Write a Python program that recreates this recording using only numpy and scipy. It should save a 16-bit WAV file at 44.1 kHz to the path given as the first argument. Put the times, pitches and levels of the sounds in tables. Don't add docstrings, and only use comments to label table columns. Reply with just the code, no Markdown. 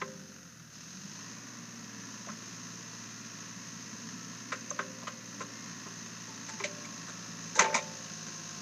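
import sys
import numpy as np
from scipy import signal
from scipy.io import wavfile
from scipy.ndimage import map_coordinates

SR = 44100
rng = np.random.default_rng(int(sys.argv[2]) if len(sys.argv) > 2 else 0)


def to_wav(sig):
    pcm = np.clip(np.atleast_2d(sig), -1, 1) * 32767
    pcm = np.round(pcm).astype(np.int16)
    wavfile.write(sys.argv[1], SR, pcm.T)


def linear_from_db(decibels):
    return 10 ** (np.asarray(decibels, float) / 20)


N = 379701

# [t/s, four-stroke cycles per second f/Hz]
ENGINE_SPEED = [(0.0, 17.93), (0.1, 17.5), (0.3, 15.7), (0.5, 14.1), (0.72, 12.2), (0.8, 12.85),
                (0.9, 14.4), (1.0, 15.65), (1.2, 18.4), (1.3, 19.1), (1.45, 19.85), (1.8, 19.4),
                (2.0, 18.88), (2.6, 19.01), (4.15, 19.02), (4.7, 19.59), (5.0, 19.53), (5.5, 19.05),
                (6.2, 19.05), (6.5, 18.83), (6.8, 18.88), (7.4, 18.68), (7.7, 18.17), (8.0, 18.11),
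                (8.6, 17.61)]
# [t/s, level/dB]
FUELLING = [(0, -4), (.7, -8.5), (.75, -2.5), (1.17, 0), (1.55, -3), (2.2, 0), (4.2, 0.3), (5.2, -1.5),
            (5.6, .5), (6.1, 0), (6.5, 1.5), (7.2, 0.9), (7.5, 2.5), (8.61, 3)]
# [t/s, level/dB]
OIL_PRESSURE = [(0, -18), (.7, -30), (1.3, -3), (4.3, -19), (5.5, -4), (6.3, -7), (6.8, -2), (7.4, -0.5),
                (8.61, 7.5)]
# [f/Hz, level/dB]
SILENCER_RESPONSE = [(70, -79), (88, -70.5), (105, -64), (114, -59), (128, -62), (152, -55.5), (172, -59.5),
                     (200, -53.5), (226, -63.5), (236, -53.5)]
UPPER_FIRING_ORDERS = [9, 12]
# [level/dB against the silencer, share of the fuelling change]
UPPER_FIRING_LEVELS = [(0.5, 0.53), (-1.5, 0.13)]
# [f/Hz, level/dB per Hz]
RUMBLE_SHAPE = [(15, -61), (25, -43), (80, -26.5), (95, -30), (110, -20.5), (136, -12), (167, -0.5),
                (226, -1.5), (291, -8), (399, -38.5), (450, -17), (580, -25.5), (990, -120)]
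CLATTER_SHAPE = [(190, -34), (330, 3), (397, -3), (447, -6), (660, -6), (720, -5.5), (826, -17), (884, -7),
                 (1060, 0), (1590, -3), (1930, -6), (2230, -7), (2610, -5), (3400, -14), (4420, -49),
                 (7480, -120)]
HISS_SHAPE = [(1650, -34), (2800, -8.5), (3320, -12), (3940, -6), (4790, -6.5), (5190, -2), (5690, -2),
              (6330, 5.5), (6670, 0.5), (7580, -20.5), (8520, -26), (10000, -26), (13000, -68),
              (22000, -120)]
GEAR_SHAPE = [(800, -37.5), (1150, -1), (1500, -2.5), (1950, -3.5), (2400, -28), (4000, -68.5)]
SELF_NOISE_SHAPE = [(5000, -34), (8500, -5), (10900, -3.5), (11800, -4), (14600, -4), (15400, -7),
                    (15700, -60)]
CYLINDER_KNOCK_DB = [0, 0, 1]
BLOCK_ORDERS = [3, 5, 7, 8, 11, 13, 14, 15, 24, 31, 37, 48, 52, 53, 55, 57, 58, 62, 69, 70, 74, 80, 88, 90,
                94, 96, 99, 102, 103, 105, 108, 111, 117, 127]
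BLOCK_LEVELS_DB = [-89, -78.5, -72.5, -70, -63.5, -65.5, -68, -66, -73, -87.5, -93, -79.5, -78, -74, -81,
                   -70, -86, -98, -73, -70, -78, -102, -72, -80, -71, -78, -69.5, -68, -77.5, -87, -84,
                   -73.5, -75, -74]
PUMP_MULTIPLES = [10, 20, 30, 40, 60]
# [level/dB at 0 dB pressure, share of the pressure change]
PUMP_LEVELS = [(-63.5, 0.32), (-71, 0.57), (-68, 1), (-71, 1.17), (-64, 0.95)]
# [f/Hz, level/dB, time to fall 60 dB t/s]
HEAD_MODES = [(1117, -3, 0.032), (1510, 3, 0.0084), (1940, 1, 0.025), (2648, -0.5, 0.052),
              (3840, -9, 0.035), (5170, 0.5, 0.05)]
FIRING_TAP_DB = [0.5, -0.5, -1]
# [t/s, level/dB, centre f/Hz, time the pin grinds in contact t/s, treble level/dB]
BLOWS = [(.016, -22, 1120, 0.011, -24), (.017, -27, 2010, 0.0064, -25), (2.2875, -28.5, 1170, 0.014, -36),
         (4.522, -19.5, 1420, 0.011, -17), (4.7102, -30, 1090, 0.0067, -16),
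         (4.792, -18, 1260, 0.0059, -25), (5.0281, -36, 950, 0.009, -16), (5.0722, -23, 1290, 0.012, -15),
         (5.0735, -33.5, 3020, 0.013, -19), (5.4067, -24, 1120, 0.015, -16),
         (5.8617, -35, 1090, 0.016, -15), (6.2794, -40, 1080, 0.0078, -18), (6.4868, -32, 1670, 0.02, -4.5),
         (6.5998, -27, 1020, .014, -20), (6.601, -30.5, 2080, .012, -15), (6.6395, -19, 2300, 0.0087, -12),
         (6.846, -36, 2190, .012, -10), (7.0821, -34, 1370, 0.021, -6), (7.5554, -29, 1700, 0.018, 0.5),
         (7.582, -24, 1510, 0.014, -12), (7.5932, -6.5, 1640, 0.0046, -7.5), (7.645, -23, 2400, .012, -24),
         (7.659, -26, 1210, .005, -24), (7.678, -34, 2400, 0.011, -24), (7.699, -30, 1500, .01, -24),
         (7.727, -29, 1600, .01, -24), (7.7445, -16, 2240, 0.0075, -6.5), (7.748, -20.5, 980, 0.03, -26),
         (7.761, -24.5, 2130, 0.0054, -2), (7.778, -25.5, 2300, 0.02, -14), (7.795, -35, 2200, .008, -10)]
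# [f/Hz, level/dB, time to fall 60 dB t/s]
STEEL_MODES = [(365, -2.5, 0.12), (397, 1.5, 0.88), (467, -1.5, 0.082), (501, -5, 0.2), (522, -5.5, 1.22),
               (592, -3, 0.94), (577, 0, 0.36), (670, -2.5, 0.12), (751, -11, 0.94), (884, -0.5, 0.64),
               (930, 3.5, 0.078), (1045, 8.5, 0.15), (1090, 2.5, 0.22), (1170, -1, 0.11), (1241, 6, 0.079),
               (1336, 2.5, 0.14), (1385, -5, 0.12), (1567, 3.5, 0.21), (1580, -1, 0.22), (1700, -5, 0.22),
               (1777, -23, 0.079), (1862, 3, 0.19), (1930, -13, 0.16), (2020, 8, 0.11), (2080, -12, 0.069),
               (2330, -17, 0.35), (2201, 6.5, 0.039), (2323, 8, 0.086), (2450, -2, 0.17), (2496, -6, 0.41),
               (2670, -28, 0.11), (3010, -7, 0.09), (3120, -24, 0.069), (3800, -1, .07)]
# [f/Hz, level/dB per Hz]
TREBLE_SHAPE = [(2500, -63), (3600, -9), (4500, -14), (5400, -10), (6300, 0), (7000, -6), (8100, -20.5),
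                (9000, -28.5), (11000, -37), (16000, -41)]
CONTACT_POINT_HZ = [875, 496, 600]
# [t/s, level/dB, centre f/Hz, level/dB left after the first swing]
LOW_RINGS = [(.02, -32, 375, -13), (.021, -41, 522, -2.5), (.022, -48.5, 592, -3.5), (2.272, -32, 665, -30),
             (4.528, -34.5, 493, -11), (4.712, -35, 550, -16), (4.794, -29.5, 539, -10.5),
             (4.795, -38, 397, -13.5), (5.028, -38, 665, -20), (5.078, -40.5, 500, -7),
             (5.408, -30.5, 472, -14), (5.864, -42, 406, -13), (6.28, -40, 467, -14), (6.281, -52, 884, -5),
             (6.488, -48, 884, -1.5), (6.603, -39.5, 397, -10), (6.645, -36.5, 592, -6),
             (7.557, -39.5, 884, 0), (7.558, -33, 475, -12), (7.575, -27.5, 501, -4),
             (7.595, -19.5, 690, -11), (7.6, -23, 910, -5), (7.66, -30, 600, -9), (7.661, -31.5, 373, -13),
             (7.7, -33, 506, -12), (7.727, -29, 560, -16), (7.747, -22, 680, -14), (7.749, -23, 930, -19),
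             (7.78, -30, 603, -14)]
# [t/s, level/dB, f/Hz]
JOLTS = [(2.292, -25, 216), (3.929, -34, 217), (4.704, -37, 233), (7.592, -20.5, 194), (7.744, -22, 227)]
# [t/s, level/dB, f/Hz]
HIGH_TICKS = [(4.7047, -20.5, 6300), (7.8261, -33, 6200)]

GOVERNED_HZ = 19
LUG_DB_PER_HZ = 0.1
RUMBLE_DB, RUMBLE_SHARE, RUMBLE_DB_PER_HZ, RUMBLE_SURGE_DB = -53.5, 0.098, 0.54, 2
CLATTER_DB, CLATTER_SHARE, CLATTER_DB_PER_HZ = -55, 0.59, 0.56
CLATTER_CREEP_DB_PER_S = 0.1341
HISS_DB, GEARS_DB, SELF_NOISE_DB = -48.5, -65, -72
TAPS_PER_FIRING, TAP_SPREAD_DB, TAPS_DB, TAPS_SHARE = 2, 2.5, -62, 1
FOCUS_DB_PER_KHZ, FOCUS_DB_PER_DB, FOCUS_DB_PER_OCTAVE = 3, 0.56, 3.5
RING_DB, RING_SHARE, RING_DB_PER_OCTAVE = -16, 0.33, -3
HARD_DB = -10
BOUNCE_S, BOUNCE_HZ, BOUNCE_RING_DB = 0.017, 1900, 7.5
FIRST_LOSS_DB, NEXT_LOSS_DB = -9, -5


def evened(x):
    return x / np.sqrt(np.mean(x ** 2) + 1e-20)


def read(points, hz):
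    f, value = np.transpose(points)
    return np.interp(np.log(hz + 1), np.log(f + 1), value)


def curve(rows, count):
    return np.interp(np.arange(N) / SR, np.array(rows)[:, 0], np.array(rows)[:, count])


def coloured(x, points):
    hz = abs(np.fft.fftfreq(8192, 1 / SR))
    log_gain = np.log(linear_from_db(np.maximum(read(points, hz), -100)))
    minimum_phase = np.conj(signal.hilbert(log_gain))
    taps = np.fft.ifft(np.exp(minimum_phase)).real[:4096]
    return signal.oaconvolve(x, taps)[:len(x)]


def wander(hz):
    steps = rng.standard_normal(int(hz * N / SR) + 3)
    return map_coordinates(steps, [np.arange(N) * hz / SR], order=3)


def add(mix, s, sound):
    part = mix[max(round(s * SR), 0):][:len(sound)]
    part += sound[:len(part)]


def tone(cycles, db, order, smear=0.14, waver_db=4.0):
    turn = order * cycles + rng.random() + smear * wander(7)
    return np.sqrt(2) * linear_from_db(db + waver_db * wander(5)) * np.cos(2 * np.pi * turn)


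def exhaust(cycles):
    speed, fuel_db = curve(ENGINE_SPEED, count=1), curve(FUELLING, count=1)
    lug_db = LUG_DB_PER_HZ * np.maximum(GOVERNED_HZ - speed, 0)
    drone_db = read(SILENCER_RESPONSE, 6 * speed) + lug_db
    firing_tones = tone(cycles, drone_db, order=6, smear=0.011, waver_db=0.8)
    for k, (db, share) in zip(UPPER_FIRING_ORDERS, UPPER_FIRING_LEVELS):
        upper_db = read(SILENCER_RESPONSE, k * speed) + lug_db + db + share * fuel_db
        firing_tones += tone(cycles, upper_db, order=k, smear=0.015, waver_db=3.0)
    rumble = evened(coloured(rng.standard_normal(N), RUMBLE_SHAPE))
    rumble_db = RUMBLE_DB + RUMBLE_SHARE * fuel_db + RUMBLE_DB_PER_HZ * (speed - GOVERNED_HZ)
    return firing_tones + linear_from_db(rumble_db + RUMBLE_SURGE_DB * wander(2.865)) * rumble


def engine(cycles):
    firing = (3 * cycles).astype(int)
    since = 3 * cycles % 1
    chance = rng.standard_normal(firing[-1] + 1)
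    strength = linear_from_db(np.array(CYLINDER_KNOCK_DB)[firing % 3] + 1.5 * chance[firing])
    knock = strength * np.exp(-since / 0.5) * np.minimum(since / 0.1, 1)
    pattern = rng.standard_normal(800)
    repeated = np.interp(cycles % 1 * 800, np.arange(800), pattern)
    drive = (0.5 + 1.1 * knock) * rng.standard_normal(N) + (0.43 + 0.49 * knock) * repeated

    fuel_db = curve(FUELLING, count=1)
    off_hz = curve(ENGINE_SPEED, count=1) - GOVERNED_HZ
    clatter_db = CLATTER_DB + CLATTER_SHARE * fuel_db + CLATTER_DB_PER_HZ * off_hz
    clatter_db += CLATTER_CREEP_DB_PER_S * np.arange(N) / SR
    clatter = linear_from_db(clatter_db + 0.23 * wander(26)) * evened(coloured(drive, CLATTER_SHAPE))
    puffs = (0.8 + 0.79 * knock) * rng.standard_normal(N)
    hiss = linear_from_db(HISS_DB + fuel_db + 0.17 * wander(12)) * evened(coloured(puffs, HISS_SHAPE))
    gears = linear_from_db(GEARS_DB) * evened(coloured(drive, GEAR_SHAPE))
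    return clatter + hiss + gears


def engine_tones(cycles):
    sag_hz = np.maximum(GOVERNED_HZ - 0.4 - curve(ENGINE_SPEED, count=1), 0)
    return sum(tone(cycles, db - (2.2 + 0.071 * k) * sag_hz, order=k)
               for k, db in zip(BLOCK_ORDERS, BLOCK_LEVELS_DB))


def pump(cycles):
    sag_hz = np.maximum(GOVERNED_HZ - curve(ENGINE_SPEED, count=1), 0)
    pressure_db = curve(OIL_PRESSURE, count=1)
    return sum(tone(cycles, db + share * pressure_db - 3.0 * sag_hz, order=k, smear=0.021, waver_db=1.0)
               for k, (db, share) in zip(PUMP_MULTIPLES, PUMP_LEVELS))


def tappets(cycles):
    turns = 3 * TAPS_PER_FIRING * cycles
    at = np.flatnonzero(np.diff(turns.astype(int)))
    late, size = rng.standard_normal((len(at), 2)).T
    tap = turns[at + 1].astype(int)
    cylinder = tap // TAPS_PER_FIRING % 3
    harder_db = (5.0 + np.array(FIRING_TAP_DB)[cylinder]) * (tap % TAPS_PER_FIRING == 0)
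    train = np.zeros(N)
    place = np.clip(at + (12 * late).astype(int) + 60, 0, N - 1)
    train[place] = linear_from_db(TAP_SPREAD_DB * size + harder_db)
    t = np.arange(2000) / SR
    head = sum(linear_from_db(db - 60 * t / t60) * np.sin(2 * np.pi * hz * t) for hz, db, t60 in HEAD_MODES)
    ringing = evened(signal.oaconvolve(train, head)[:N])
    return linear_from_db(TAPS_DB + TAPS_SHARE * curve(FUELLING, count=1)) * ringing


def rattled(t):
    return linear_from_db(3.0 * np.interp(t * 45, np.arange(SR // 100), rng.standard_normal(SR // 100)))


def clank(level_db, hz, contact_s, treble_db, low_hz=600, loose_db=-11.5):
    t = np.arange(SR) / SR
    free = np.maximum(t - contact_s, 0)
    t60 = np.clip(0.21 + 0.0058 * (level_db + 1.0), 0.07, 0.35)
    chatter = linear_from_db(2.4 * rng.standard_normal(SR // 60 + 1)).repeat(60)[:SR]
    fading = 0.5 * linear_from_db(-60 * free / t60) + 0.2 * linear_from_db(-60 * free / 0.1)
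    contact = rng.standard_normal(SR) * chatter * np.minimum(t / 0.0019, 1) * fading

    octaves = np.log2(hz / 1300)
    focus = max(FOCUS_DB_PER_KHZ - FOCUS_DB_PER_DB * level_db + FOCUS_DB_PER_OCTAVE * octaves, 0)
    high, low = np.zeros(SR), np.zeros(SR)
    for f, db, ring_s in STEEL_MODES:
        mode = linear_from_db(db - 60 * free / ring_s) * np.sin(2 * np.pi * (f * t + rng.random()))
        if f < 950:
            low += mode * rattled(t) * linear_from_db(-22 * abs(np.log2(f / low_hz)))
        else:
            high += mode * linear_from_db(-focus * abs(f - hz) / 1000 + 0.99 * rng.standard_normal())

    dull_shape = [(hz * 0.23, -34), (max(hz - 800, hz * 0.58), -2 - 1.0 * focus), (hz, 0),
                  (hz + 800, -2 - 0.39 * focus), (hz + 2000, -12 - 0.19 * focus), (6500, -38), (12000, -80)]
    dull = coloured(contact, dull_shape)
    rung = high * np.minimum(t / 0.004, 1) * (0.41 + 0.51 * np.exp(-free / 0.0053))
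    swing = low * (1 - np.exp(-t / 0.003)) * (0.13 + 1.24 * np.exp(-free / 0.012))
    bright = coloured(contact, TREBLE_SHAPE)
    rung, dull, swing, bright = (part / np.sqrt(np.mean(part[:900] ** 2))
                                 for part in (rung, dull, swing, bright))
    low_db = RING_DB - RING_SHARE * level_db + RING_DB_PER_OCTAVE * octaves + loose_db
    blow = 0.45 * rung + 0.34 * dull + linear_from_db(low_db) * swing + linear_from_db(treble_db) * bright
    radiated = signal.butter(4, [340, 10500], "band", fs=SR, output="sos")
    return linear_from_db(level_db - 9.5) * signal.sosfilt(radiated, blow)


def bounces(level_db, hz, contact_s, treble_db):
    out = clank(level_db, hz, contact_s, treble_db)
    for k, (late, high, low) in enumerate(rng.uniform(-1, 1, (5, 3))):
        if level_db > HARD_DB:
            hit_db = level_db + FIRST_LOSS_DB + k * NEXT_LOSS_DB
            hit_hz = BOUNCE_HZ * 2 ** (0.69 * high)
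            low_hz = CONTACT_POINT_HZ[k % 3] * 2 ** (0.11 * low)
            hit = clank(hit_db, hit_hz, contact_s, treble_db - 12.0, low_hz, BOUNCE_RING_DB)
            add(out, BOUNCE_S * (k + 1 + 0.36 * late), hit)
    return out


def ring(level_db, hz, left_db):
    t = np.arange(SR) / SR
    modes = sum(linear_from_db(db - 60 * abs(np.log2(f / hz)) - 60 * t / ring_s) * np.sin(2 * np.pi * f * t)
                for f, db, ring_s in STEEL_MODES if f < 950)
    swell = (1 - np.exp(-t / 0.003)) * (linear_from_db(left_db) + 0.61 * np.exp(-t / 0.021))
    return linear_from_db(level_db) * swell * rattled(t) * modes


def thud(level_db, hz):
    t = np.arange(SR // 4) / SR
    swing = np.sin(2 * np.pi * hz * t) + 0.092 * np.sin(np.pi * hz * t)
    onset = np.sin(np.pi / 2 * np.minimum(t / 0.016, 1)) ** 2
    return linear_from_db(level_db - 4.5 - 60 * t / 0.092) * onset * swing


def tick(level_db, hz):
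    t = np.arange(SR // 20) / SR
    upper = 0.47 * np.sin(2 * np.pi * 1.14 * hz * t) * linear_from_db(-60 * t / 0.017)
    pair = np.sin(2 * np.pi * hz * t) + upper
    return linear_from_db(level_db - 60 * t / 0.025) * np.minimum(t / 0.0017, 1) * pair


def scene():
    cycles = np.cumsum(curve(ENGINE_SPEED, count=1)) / SR + 0.3
    mix = exhaust(cycles) + engine(cycles) + engine_tones(cycles) + pump(cycles) + tappets(cycles)
    for events, sound, lead_s in ((BLOWS, bounces, 0.003), (LOW_RINGS, ring, 0),
                                  (JOLTS, thud, 0), (HIGH_TICKS, tick, 0.0005)):
        for s, *values in events:
            add(mix, s - lead_s, sound(*values))
    return mix[None]


def top_cut(x):
    return signal.sosfilt(signal.butter(12, 15650, fs=SR, output="sos"), x)


def record(dry):
    noise = linear_from_db(SELF_NOISE_DB) * evened(coloured(rng.standard_normal(N), SELF_NOISE_SHAPE))
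    return top_cut(dry + noise)


dry = scene()
out = record(dry)
to_wav(out)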